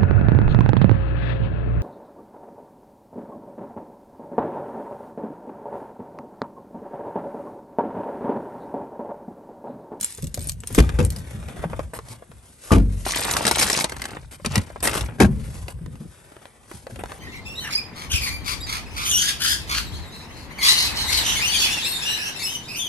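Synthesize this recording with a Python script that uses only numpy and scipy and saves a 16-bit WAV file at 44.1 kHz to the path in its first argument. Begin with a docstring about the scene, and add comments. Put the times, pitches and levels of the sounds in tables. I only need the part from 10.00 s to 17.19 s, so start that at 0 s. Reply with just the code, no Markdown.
"""Inside a parked car a hand takes the keys and opens the door; outside on grass the door is slammed,
a paper bag is lifted out, a second door is shut and footsteps follow. Keys, knocks and doors are struck
modes with bursts of noise; cloth, paper and sliding surfaces are coloured noise that sticks and slips.
The phone is held in a moving hand, which rumbles and knocks on its case; close reflections are added,
and its two microphone ports hear the treble out of step."""
import sys
import numpy as np
from scipy import signal
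from scipy.fft import rfft, irfft, next_fast_len
from scipy.io import wavfile
from scipy.ndimage import uniform_filter1d

SR = 44100
rng = np.random.default_rng(int(sys.argv[2]) if len(sys.argv) > 2 else 0)


def voltage_ratio(level):
    """Linear amplitude factor for a level in decibels (scalar or array-like)."""
    return 10 ** (np.asarray(level, float) / 20)


def bounce(signal):
    """Save signal as a 16-bit WAV file at the path given by the first command-line argument."""
    frames = np.transpose(np.atleast_2d(signal))
    limited = np.clip(frames, -1, 1)
    pcm = np.round(limited * 32767).astype(np.int16)
    wavfile.write(sys.argv[1], SR, pcm)


N = 317079


def at_hz(points, hz):
    """A (frequency [Hz], value) table read on a log-frequency axis."""
    f, value = np.transpose(points)
    return np.interp(np.log(hz + 1), np.log(f + 1), value)


def shaped(x, gain):
    """Filter by a gain given as a function of frequency."""
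    size = next_fast_len(N + 8192)
    hz = np.arange(size // 2 + 1) * SR / size
    return irfft(rfft(x, size) * gain(hz), size)[..., :N]


# how far a broad source differs between the ports: (frequency [Hz], level of the differing part [dB])
PORT_DIFFERENCE = [(60, -10.5), (250, -10.5), (600, -4.5), (4000, -10.5), (7000, -5), (13000, -61)]


def noise(spectrum):
    """Steady noise of a given colour from a broad source, partly different at each port; rms 1."""
    mid, side = rng.standard_normal((2, N))
    side = shaped(side, lambda hz: voltage_ratio(at_hz(PORT_DIFFERENCE, hz)))
    pair = mid + side * [[1], [-1]]
    x = shaped(pair, lambda hz: voltage_ratio(at_hz(spectrum, hz)))
    return x / x.std()


def gains(tables):
    """Columns of dB over time as smoothed gains, near silence outside each table; tables add up."""
    out, seconds = 0, np.arange(N) / SR
    for rows in tables:
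        s, *columns = np.transpose(rows)
        out = out + np.array([voltage_ratio(np.interp(seconds, s, c, left=-120, right=-120)) for c in columns])
    return uniform_filter1d(out, size=200, axis=1)


def dying(t60):
    """Amplitude falling 60 dB in t60 seconds, cut after 1 s at most."""
    return voltage_ratio(-60 * np.arange(int(min(t60, 1) * SR)) / (t60 * SR))


def swelling(length, rise_s):
    """Exponential onset with a time constant of rise_s."""
    return 1 - np.exp(-np.arange(length) / (rise_s * SR))


def add(out, s, x):
    """Place a sound at s seconds."""
    i = round(s * SR)
    out[:, i:i + x.shape[-1]] += x[..., :N - i]


def tone(hz, t60):
    """One struck mode: a decaying sine."""
    fall = dying(t60)
    return fall * np.sin(2 * np.pi * hz / SR * np.arange(len(fall)))


def burst(source, s, t60, rise_s=0.003):
    """A puff cut from running noise, with a soft onset and an exponential decay."""
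    fall, i = dying(t60), round(s * SR)
    fall = fall * swelling(len(fall), rise_s)
    return source[:, i:i + len(fall)] * fall[:N - i]


def slips(per_s, spread_db, t60, steady):
    """Envelope of rubbing: a steady part plus random slips that start sharply and die; rms 1."""
    happens = rng.random(N) < per_s / SR
    sizes = voltage_ratio(spread_db * np.minimum(rng.exponential(1, N), 5)) * happens
    envelope = signal.lfilter([1], [1, -voltage_ratio(-60 / (t60 * SR))], sizes)
    envelope = steady + envelope / envelope.mean()
    return envelope / np.sqrt(np.mean(envelope ** 2))


def rubbing(rows, colours, grain):
    """Surfaces stick and slip: all parts of the spectrum share one grain of slips."""
    return grain * sum(gain * noise(colour) for gain, colour in zip(gains(rows), colours))


# colour of still air: (frequency [Hz], relative level [dB per Hz])
AIR_COLOUR = [(24, -27), (40, 3), (91, 4), (1300, -19), (6930, -29), (8830, -14), (10200, -46), (11000, -7),
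              (13000, -115)]


def still_air():
    """Steady coloured noise, the quiet bed under everything."""
    return voltage_ratio(-56) * noise(AIR_COLOUR)


# the hand shifts on the phone: (time [s], rumble level [dB])
GRIP_MOVES = [(0, -37.5), (.12, -57), (.24, -28.5), (.45, -35), (.59, -42.5), (.74, -41), (1.3, -35.5),
              (1.65, -33.5), (1.97, -40), (2.17, -50), (2.45, -43), (2.64, -63), (3.1, -34), (3.6, -36.5),
              (4.4, -44.5), (4.6, -23.5), (4.7, -43.5), (5.05, -35), (5.2, -34), (5.77, -36), (6.07, -37),
              (6.14, -58), (6.6, -57.5), (6.85, -50), (6.93, -42.5), (7.05, -40), (7.19, -57)]
# low rumble and creak of handling: (frequency [Hz], relative level [dB per Hz])
RUMBLE_COLOUR = [(15, -46), (25, -23.5), (60, 0.5), (130, -8.5), (170, -12.5), (290, -120)]
CREAK_COLOUR = [(65, -7.5), (110, -4), (237, -6), (291, -16.5), (450, -22), (580, -23), (990, -120)]
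FIRM_GRIP_DB, FIRM_CREAK_DB = -39, -47.5   # rumble level of a firm grip, and the creak gain it gives
CREAK_FOLLOWS = 1.03   # dB of creak per dB of rumble


def hand():
    """Lumpy rumble carried through the case, with a creak that grows as the grip firms."""
    moves = [(s, db, FIRM_CREAK_DB + CREAK_FOLLOWS * (db - FIRM_GRIP_DB)) for s, db in GRIP_MOVES]
    rumble, creak = gains([moves])
    lumps = uniform_filter1d(slips(30, 0.84, 0.081, 0.35), size=300)
    shifts = uniform_filter1d(slips(14.0, 0.83, 0.3, 0.2), size=900)
    return rumble * noise(RUMBLE_COLOUR) * shifts + creak * noise(CREAK_COLOUR) * lumps


# sleeve and trousers rub: (time [s], dull level [dB], bright part against the dull [dB])
CLOTH_RUBS = [(0, -62.5, 28), (.3, -64.5, 2.5), (.46, -54.5, 8), (.59, -72, 4), (.78, -40, 5.5),
              (.9, -41, -9), (1.12, -49, -1.5), (1.64, -43, -9.5), (1.83, -48.5, -4.5), (1.92, -62.5, -2),
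              (2.05, -50.5, -0.5), (2.2, -60.5, -3.5), (2.6, -61, 10.5), (2.7, -44.5, 5), (2.78, -56.5, -7),
              (3.05, -55, 10), (3.2, -82, -18), (5.2, -55, -8), (5.56, -50.5, 3), (5.8, -61.5, -6),
              (6.1, -59, 2.5), (6.29, -51, -4.5), (6.6, -60.5, -4.5), (6.75, -52.5, 6.5), (6.87, -56, 1),
              (7.19, -47, -4)]
# dull and bright parts of cloth: (frequency [Hz], relative level [dB per Hz])
DULL_CLOTH = [(210, -6), (350, 0.5), (555, 1), (702, -2), (1980, -7), (2800, -16), (3640, -13),
              (6160, -120)]
BRIGHT_CLOTH = [(1290, -10), (2200, -7.5), (4960, -5.5), (8930, -3), (10100, 4.5), (11300, 0), (12500, -28),
                (14000, -43)]


def cloth():
    """Fibres catch and let go: a dull and a bright noise slip together."""
    rows = [(s, db, db + tilt) for s, db, tilt in CLOTH_RUBS]
    return rubbing([rows], [DULL_CLOTH, BRIGHT_CLOTH], slips(150, 2.3, 0.089, 0.73))


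# keys clink: (time [s], level [dB], strongest mode [Hz], crack against the clink [dB])
KEY_CLINKS = [(0.011, -14, 9350, -3), (0.0299, -12.5, 7100, -21), (0.0453, -6, 9430, -34),
              (0.1056, -28, 9400, -15), (0.1243, -24.5, 8300, -9), (0.149, -28, 7300, -12),
              (0.1752, -31, 7250, -5), (0.224, -27, 7900, -4), (0.2422, -27, 7600, 2.5),
              (0.2697, -30.5, 7860, 3.5), (0.3431, -18, 6900, 0), (0.3745, -37, 4220, 8),
              (0.3927, -28, 8100, 0), (0.415, -24.5, 8800, -10), (0.425, -24, 8400, -18),
              (0.4425, -26, 11300, -18), (0.4722, -22, 11000, -12), (0.4882, -20.5, 8500, -10),
              (0.4948, -18, 8200, -3), (0.519, -28, 6900, -6), (0.604, -26, 7750, -18),
              (0.636, -38, 7680, -24), (0.673, -19.5, 8740, 0), (0.7267, -23, 11000, -15),
              (0.7478, -19, 8100, 7), (0.76, -24, 11100, -22), (0.893, -31, 8600, -18),
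              (1.028, -29, 7120, -8), (1.05, -11, 9300, -29), (1.1036, -23, 8940, 2),
              (1.1623, -24.5, 5040, -4), (1.186, -30.5, 5050, 0)]
# the bunch of keys: (frequency [Hz], relative level [dB], ring time to -60 dB when hung free [s])
BUNCH_MODES = [(3980, -12, 0.071), (5040, -21, 0.082), (7300, -19, .1), (7550, -6, 0.13), (7500, -2.5, 0.2),
               (8130, -13, 0.19), (8940, -12, 0.042), (8470, 0, 0.15), (9430, 13, 0.12), (9200, -5, 0.051),
               (11000, 0, 0.16), (12400, -25, .05)]
# keys lean on each other: uneven [dB], detuned [share of pitch], damped [share of the free ring time]
KEY_SPREAD_DB, KEY_DETUNE, KEY_DAMPING = 4.5, 0.015, 0.36


def keys():
    """Each clink is a crack with a rattling tail, one short strong mode and the bunch ringing unevenly."""
    out = np.zeros((2, N))
    hiss = noise([(1500, -13.0), (4000, -5.5), (8000, -2.5), (12000, -2), (15000, -3.0)])
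    rattle = hiss * slips(300, 4.6, 0.013, 0.39)
    chance = rng.standard_normal((len(KEY_CLINKS), len(BUNCH_MODES), 2))
    for (s, db, hz, crack_db), draw in zip(KEY_CLINKS, chance):
        add(out, s, voltage_ratio(db + crack_db) * burst(hiss, s, 0.0097, rise_s=0.00032))
        add(out, s, voltage_ratio(db + crack_db / 2 - 12) * burst(rattle, s, 0.1))
        add(out, s, voltage_ratio(db - 4.5) * tone(hz, 0.017))
        for (mode_hz, mode_db, ring_s), (strength, lean) in zip(BUNCH_MODES, draw):
            ring = tone(mode_hz * (1 + KEY_DETUNE * lean), KEY_DAMPING * ring_s)
            add(out, s, voltage_ratio(db + mode_db + KEY_SPREAD_DB * strength - 25.5) * ring)
    return out


# soft bumps of the hand on the case: (time [s], level [dB], note [Hz], note's fall by 60 dB [s])
HAND_BUMPS = [(0.011, -30, 204, 0.094), (0.228, -9.5, 159, 0.059), (0.38, -17, 80, 0.11),
              (.708, -21.5, 105, 0.2), (1.343, -21.5, 103, 0.12), (1.65, -16, 167, 0.088),
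              (2.1, -27, 113, 0.13), (2.29, -32, 147.5, 0.078), (3.446, -17, 205, 0.1),
              (3.625, -24, 200, 0.15), (4.464, -9.5, 212, 0.047), (4.564, -5, 190, 0.049),
              (4.577, -1, 109, 0.036), (4.822, -26.5, 84.5, .12), (5.082, -23.5, 108, 0.11),
              (5.551, -29, 154, .1), (5.81, -21, 154, 0.069), (5.872, -22, 150, 0.084),
              (5.932, -23.5, 89, 0.077), (6.004, -20.5, 156, 0.061), (6.048, -20.5, 170, 0.048),
              (6.74, -21.5, 105, 0.061), (6.921, -25, 107, 0.12), (6.96, -29, 62.4, 0.19),
              (7.01, -29, 74.6, 0.14)]


def bumps():
    """A soft blow: one low note that swells in, with a puff of creak."""
    out, creak = np.zeros((2, N)), noise(CREAK_COLOUR)
    for s, db, hz, t60 in HAND_BUMPS:
        note = tone(hz, np.clip(t60, 0.03, 0.4))
        add(out, s, voltage_ratio(db + 3.0) * note * swelling(len(note), 0.012))
        add(out, s, voltage_ratio(db - 12.5) * burst(creak, s, 2.1 * t60, rise_s=0.0027))
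    return out


# knocks on trim, case and ground: (time [s], level [dB], body note [Hz], treble level [dB])
HARD_KNOCKS = [(0.184, -27.5, 416, -54), (0.375, -23.5, 533, -54), (0.636, -31, 443, -32.5),
               (0.704, -28.5, 412, -63), (.75, -28, 2200, -23), (0.839, -14, 1200, -38),
               (0.892, -13.5, 1530, -18.5), (1.428, -29, 775, -43), (1.485, -32, 515, -32),
               (1.64, -12.5, 576, -51), (1.699, -33, 473, -37), (1.732, -16, 514, -58),
               (1.793, -12.5, 535, -30.5), (1.935, -19.5, 500, -55), (1.989, -24.5, 450, -28.5),
               (2.223, -32, 494, -55), (2.316, -34, 480, -42), (3.065, -11, 764, -27),
               (3.921, -18.5, 623, -52), (4.399, -32, 556, -66), (4.447, -20, 958, -44),
               (4.702, -26, 640, -60), (4.76, -18.5, 1080, -60), (5.682, -21.5, 550, -24.5),
               (5.79, -42, 490, -54), (5.861, -37, 301, -35), (5.933, -49, 344, -55),
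               (5.955, -53, 342, -40), (6.319, -33.5, 292, -49), (6.366, -31.5, 404, -42),
               (6.455, -35, 937, -35.5), (6.714, -26.5, 358, -33), (6.868, -22.5, 593, -34),
               (6.899, -35, 550, -52), (6.909, -40, 1200, -41), (6.959, -30, 564, -29.5),
               (7.003, -31, 565, -48), (7.037, -21.5, 700, -28), (7.058, -32, 1200, -33),
               (7.119, -21.5, 1000, -30)]
KNOCK_CYCLES = 11   # a body note falls 60 dB within this many cycles
TOUCH_T60_S, KNOCK_T60_S = 0.007, 0.051   # the first touch, and the dull puff after it


def knocks():
    """A hard blow: a damped body note, a dull puff and a short tick."""
    out = np.zeros((2, N))
    dull = noise([(120, -25), (300, 18.5), (700, 16.5), (2000, 5), (3500, -12), (6000, -24)])
    tick = noise([(1500, 10.0), (3000, 2.5), (8000, -6.5), (13000, -8), (15000, -11)])
    for s, db, hz, treble_db in HARD_KNOCKS:
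        add(out, s, voltage_ratio(db - 3) * tone(hz, KNOCK_CYCLES / hz))
        add(out, s, voltage_ratio(db - 3.5) * burst(dull, s, TOUCH_T60_S, rise_s=0.0006))
        add(out, s, voltage_ratio(treble_db + 3.5) * burst(tick, s, TOUCH_T60_S, rise_s=0.00024))
        add(out, s, voltage_ratio(db - 9.5) * burst(dull, s, KNOCK_T60_S))
        add(out, s, voltage_ratio(treble_db + 2.5) * burst(tick, s, 0.29 * KNOCK_T60_S))
    return out


# metallic clatter: (frequency [Hz], relative level [dB per Hz])
CLATTER_COLOUR = [(180, -22), (300, -2), (1940, -19.5), (2720, -22.5), (4190, -27.5), (8920, -30.5),
                  (10100, -24), (11200, -25), (14000, -90)]
LATCH_HZ = 600   # modes from here up belong to the latch
BODY_DB, BODY_T60_S = -24.5, 0.79   # the car body rocks on after a blow; level against the panel


def door(blows, modes):
    """Each contact pumps cabin air (lowest mode), rings panel and latch and throws a dying clatter."""
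    out, metal = np.zeros((2, N)), noise(CLATTER_COLOUR) * slips(400, 4.7, 0.014, 1.0)
    shudder = noise([(50, -17), (110, 6.5), (300, 0.5), (700, -22.5), (1500, -37.5), (3000, -61.5)])
    rocking = noise(RUMBLE_COLOUR) + 0.5 * noise(CREAK_COLOUR)
    for s, boom_db, panel_db, clatter_db, t60 in blows:
        add(out, s, voltage_ratio(clatter_db) * burst(metal, s, np.clip(t60, 0.01, 0.4), rise_s=0.0036))
        add(out, s, voltage_ratio(panel_db - 12) * burst(shudder, s, 0.21, rise_s=0.001))
        add(out, s, voltage_ratio(panel_db + BODY_DB) * burst(rocking, s, BODY_T60_S, rise_s=0.019))
        for k, (hz, db, ring_s) in enumerate(modes):
            if k == 0:
                drive_db = boom_db
            elif hz < LATCH_HZ:
                drive_db = panel_db - 14
            else:
                drive_db = clatter_db - 10.0
            polarity = (-1) ** k
            add(out, s, polarity * voltage_ratio(db + drive_db) * tone(hz, np.clip(ring_s, 0.02, 1.2)))
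    return out


# latch and frame meet as a door opens, is slammed, and a second is shut, one list for each:
# (time [s], boom level [dB], panel level [dB], clatter level [dB], clatter's fall by 60 dB [s])
DOOR_CONTACTS = [
    [(.752, -47, -21, -38, 0.058), (.779, -11.5, 3, -9, 0.17), (.800, 4, -0.5, -43, 0.13),
     (.893, -22, -27, -21, 0.038), (.938, -12, -30, -50, 0.037), (.988, -33, 0, -3.5, 0.028),
     (1.0, -28, -19, -21, 0.12), (1.045, -14, -51, -40, 0.088)],
    [(2.707, -38, -37, -13, 0.029), (2.716, -12, 1, -9.5, 0.11), (2.730, -8, -12, -14, 0.038),
     (2.746, -5, -7.5, -13.5, 0.063), (2.762, -8.5, -2.5, -33, 0.23)],
    [(5.185, -55, -24, -30.5, 0.049), (5.200, -23, -5, -8.5, 0.14), (5.213, -6, -6, -11.5, 0.064),
     (5.225, 2, 0.5, -11, 0.043), (5.245, 6.5, -8.5, -10, 0.048)],
]
# door skin and cabin air: (frequency [Hz], relative level [dB], ring time to -60 dB [s])
OPENED_DOOR = [(60.3, 2, 0.23), (93.6, -1.5, 0.56), (159.6, -5.5, 0.39), (251, -20, 0.19),
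               (324, 0.5, 0.046), (494, -3.5, 0.13), (770, -30, 0.086), (1350, -9, 0.037)]
FRONT_DOOR = [(48.2, -0.5, 0.74), (95.8, 4, 0.9), (125, -14, 0.26), (205, 0, 0.46), (267.2, -2, 0.33),
              (345, -7, 0.11), (451, -2, 0.094), (672, -9, 0.18), (864, -8, 0.077), (1173, 4, 0.038),
              (1290, -33, 0.041)]
REAR_DOOR = [(74.3, -11.5, 0.25), (141.4, -2.5, 0.8), (190, 7, 0.22), (215, 8.5, 0.41), (257, -10, 0.36),
             (323, -16, 0.13), (441, -14, 0.21), (613, 0.5, 0.093), (776, -2, 0.075), (1030, -17, 0.12),
             (1600, 4, 0.034)]


def doors():
    """Opening, slam and second door, each a run of contacts exciting its own set of modes."""
    return sum(map(door, DOOR_CONTACTS, [OPENED_DOOR, FRONT_DOOR, REAR_DOOR]))


# a surface slides past: (time [s], length [s], dull level [dB], bright level [dB], top fizz level [dB])
SLIDES = [(1.936, 0.047, -37.5, -46.5, -38), (2.084, 0.083, -50.5, -49.5, -49.5),
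          (3.592, 0.047, -26, -18.5, -23.5), (4.311, 0.055, -45.5, -47.5, -45),
          (4.447, 0.014, -32, -42.5, -43), (4.827, 0.076, -28, -34, -24.5), (4.93, 0.094, -30, -37, -35.5),
          (5.44, 0.051, -47.5, -57, -51), (5.53, 0.052, -49, -74, -57), (5.682, 0.047, -43, -51.5, -46.5),
          (6.989, 0.035, -38.5, -65, -50), (7.091, 0.043, -41, -66, -60)]
# dull, bright and fizzing parts of paper and sliding: (frequency [Hz], relative level [dB per Hz])
DULL_PAPER = [(210, -2.5), (350, -1.5), (600, -4.5), (843, -4), (2800, -13), (3640, -20), (6160, -120)]
BRIGHT_PAPER = [(1290, -15), (2200, -5), (2910, -9.5), (4300, -3), (8000, -9), (10400, -6), (17600, -120)]
PAPER_FIZZ = [(5500, -56), (7500, -1.5), (9500, 4), (11500, 2), (13500, -26)]


def swishes():
    """Sliding starts at once, holds for just over half its length, falls 9 dB and stops."""
    strokes = []
    for s, length, *db in SLIDES:
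        end_db = np.subtract(db, 9)
        strokes.append([(s, *db), (s + 0.54 * length, *db), (s + length, *end_db)])
    return rubbing(strokes, [DULL_PAPER, BRIGHT_PAPER, PAPER_FIZZ], slips(360, 0.47, 0.017, 1.0))


def crinkles(per_s, cycles):
    """Small creases pop at random, each ringing one of 16 short notes; rms 1."""
    happens = rng.random(N) < per_s / SR
    sizes = voltage_ratio(4.0 * np.minimum(rng.exponential(1, N), 3.5)) * happens
    out, dealt = 0, rng.integers(0, 16, N)
    for k, hz in enumerate(np.geomspace(700, 9000, 16)):
        r, w = voltage_ratio(-60 * hz / (cycles * SR)), 2 * np.pi * hz / SR   # pole radius and angle
        pops = sizes * (dealt == k) + 1e-18
        ringing = signal.lfilter([0, np.sin(w)], [1, -2 * r * np.cos(w), r * r], pops)
        out = out + ringing * np.sqrt(hz)
    return out / out.std()


# the bag snaps: (time [s], level [dB], crease note [Hz])
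BAG_SNAPS = [(3.0674, -19.5, 1860), (3.161, -14, 1930), (3.194, -18.5, 4640), (3.2499, -18.5, 1750),
             (3.311, -8.5, 7060), (3.3362, -12.5, 6020), (3.367, -8, 1600), (3.452, -7.5, 1820),
             (3.4665, -5.5, 8190), (3.4776, -7.5, 1660), (3.5114, -4.5, 880), (3.5573, -14, 8000),
             (3.584, -11.5, 6300), (3.5984, -21, 1890), (3.6268, -8, 2050), (3.699, -10.5, 1940),
             (3.7295, -10.5, 5600), (3.774, -11.5, 4860), (3.8082, -12, 4760), (3.842, -7.5, 3760),
             (3.8948, -21.5, 2170), (3.92, -23, 1540), (3.9654, -27, 1700), (4.0182, -16.5, 2050),
             (4.04, -22.5, 2050), (4.0538, -18, 1550), (4.1064, -31.5, 1860), (4.4597, -12.5, 2480),
             (4.5558, -6.5, 1920), (4.578, -15, 1950), (4.804, -28, 4900), (4.8537, -12, 1770),
             (4.8732, -8, 1970), (4.9398, -17, 1510), (4.9765, -17.5, 3400), (5.009, -16.5, 3540),
             (5.061, -30.5, 2310)]
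# the bag crumples: (time [s], dull level [dB], bright part against the dull [dB])
BAG_CRUMPLES = [(3.051, -44, 12), (3.12, -38.5, 7), (3.22, -31, -1), (3.42, -32, -3), (3.68, -34.5, 9),
                (3.82, -32, 0.5), (3.89, -43.5, -8), (4.151, -39, -14.5), (4.3, -64.5, -6),
                (4.44, -63, 2.5), (4.54, -33, -7.5), (4.7, -53, -5.5), (4.81, -59, -5), (4.89, -25, -14.5),
                (4.97, -45, 1), (5.072, -36, -14.5), (5.17, -60, -23)]
FIZZ_DB = -3.5   # top fizz against the bright part
SNAP_T60_S, SNAP_DULL_DB = 0.03, -16
BREAK_RISE_S, BREAK_T60_S = 0.002, 0.014   # the crease giving way


def bag():
    """Stiff paper: dense crackle, small crinkles, and creases that snap."""
    out, dull = np.zeros((2, N)), noise(DULL_PAPER)
    bright = noise(BRIGHT_PAPER) + 0.56 * noise(PAPER_FIZZ)
    for s, db, hz in BAG_SNAPS:
        add(out, s, voltage_ratio(db - 14.5) * burst(bright, s, SNAP_T60_S))
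        add(out, s, voltage_ratio(db - 0.5) * burst(bright + 0.59 * dull, s, BREAK_T60_S, rise_s=BREAK_RISE_S))
        add(out, s, voltage_ratio(db - 7.5) * tone(hz, 0.67 * SNAP_T60_S))
        add(out, s, voltage_ratio(db + SNAP_DULL_DB) * burst(dull, s, 2.92 * SNAP_T60_S))
    levels = gains([[(s, db, db + tilt, db + tilt + FIZZ_DB) for s, db, tilt in BAG_CRUMPLES]])
    for level, colour in zip(levels, [DULL_PAPER, BRIGHT_PAPER, PAPER_FIZZ]):
        out = out + level * slips(120, 2.0, 0.03, 0.6) * noise(colour)   # each part slips by itself
    return out + voltage_ratio(-2.5) * levels[1] * crinkles(250, 9.0)


# reflections: (frequency [Hz], level against the direct sound [dB])
ECHO_COLOUR = [(60, -45), (250, -18), (600, -5.5), (3000, -3), (7000, -8.5), (13000, -9)]
ECHO_T60_S, POSE_S = 0.044, 0.1   # die-away, and time between poses of the phone


def echoes(x):
    """Close reflections off seats, glass and hand, different at each port and new with every pose."""
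    fall, hop = dying(ECHO_T60_S), int(POSE_S * SR)
    window = np.sin(np.pi * np.arange(2 * hop) / (2 * hop))   # poses crossfade
    wet, padded = np.zeros((2, N + 4 * hop + len(fall))), np.pad(x, (hop, 2 * hop))
    for i in range(0, N + hop, hop):
        tail = rng.standard_normal((2, len(fall))) * fall / np.sqrt(np.sum(fall ** 2))
        piece = signal.fftconvolve([padded[i:i + 2 * hop] * window], tail, axes=1)
        wet[:, i:i + piece.shape[1]] += piece
    return shaped(wet[:, hop:hop + N], lambda hz: voltage_ratio(at_hz(ECHO_COLOUR, hz)))


def scene():
    """All sources and their reflections."""
    near = still_air() + hand() + cloth() + keys() + bumps() + knocks() + doors() + swishes() + bag()
    return near + echoes(near.mean(axis=0))


def roll_off(x):
    """The treble ends steeply here."""
    return signal.sosfilt(signal.butter(12, 16750, fs=SR, output="sos"), x)


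# response of the microphone: (frequency [Hz], gain [dB])
MICROPHONE_RESPONSE = [(8, -52), (38, -1), (12000, 1), (13000, -5), (14000, -14), (16500, -23)]
# left port against right: (frequency [Hz], level difference [dB])
LEVEL_BALANCE = [(60, 1), (240, 2), (950, 0.5), (3770, 3.5), (15000, -1)]
# left port against right: (frequency [Hz], phase lead [radians])
PHASE_LEAD = [(0, 0), (1720, -0.9), (3100, 1.0), (6630, 0.2), (7410, 1.1), (8870, -0.4), (9820, -2.7),
              (11000, -4.3), (11500, -6.1), (12600, -6.4), (13200, -9.3), (14600, -9.6), (15000, -13.0),
              (16300, -10.1)]
LIMIT_DB, RELEASE_DB_PER_S = -0.5, 40


def record(dry):
    """The two ports differ in level and phase; a limiter ducks loud peaks and lets go slowly."""
    sides = np.array([[0.5], [-0.5]])   # each port takes half of the difference

    def port_gain(hz):
        """Complex response of both ports."""
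        level = voltage_ratio(at_hz(MICROPHONE_RESPONSE, hz) + sides * at_hz(LEVEL_BALANCE, hz))
        return level * np.exp(1j * sides * np.interp(hz, *np.transpose(PHASE_LEAD)))

    ports = shaped(dry, port_gain)
    peak_db = 20 * np.log10(np.abs(ports).max(axis=0) + 1e-9)
    over_db = np.maximum(peak_db - LIMIT_DB, 0)
    ramp = RELEASE_DB_PER_S * np.arange(N) / SR
    held_db = np.maximum.accumulate(over_db + ramp) - ramp   # jumps up at a peak, then falls steadily
    duck_db = uniform_filter1d(held_db, size=128)
    return roll_off(ports * voltage_ratio(-duck_db))


dry = scene()
out = record(dry)
bounce(out)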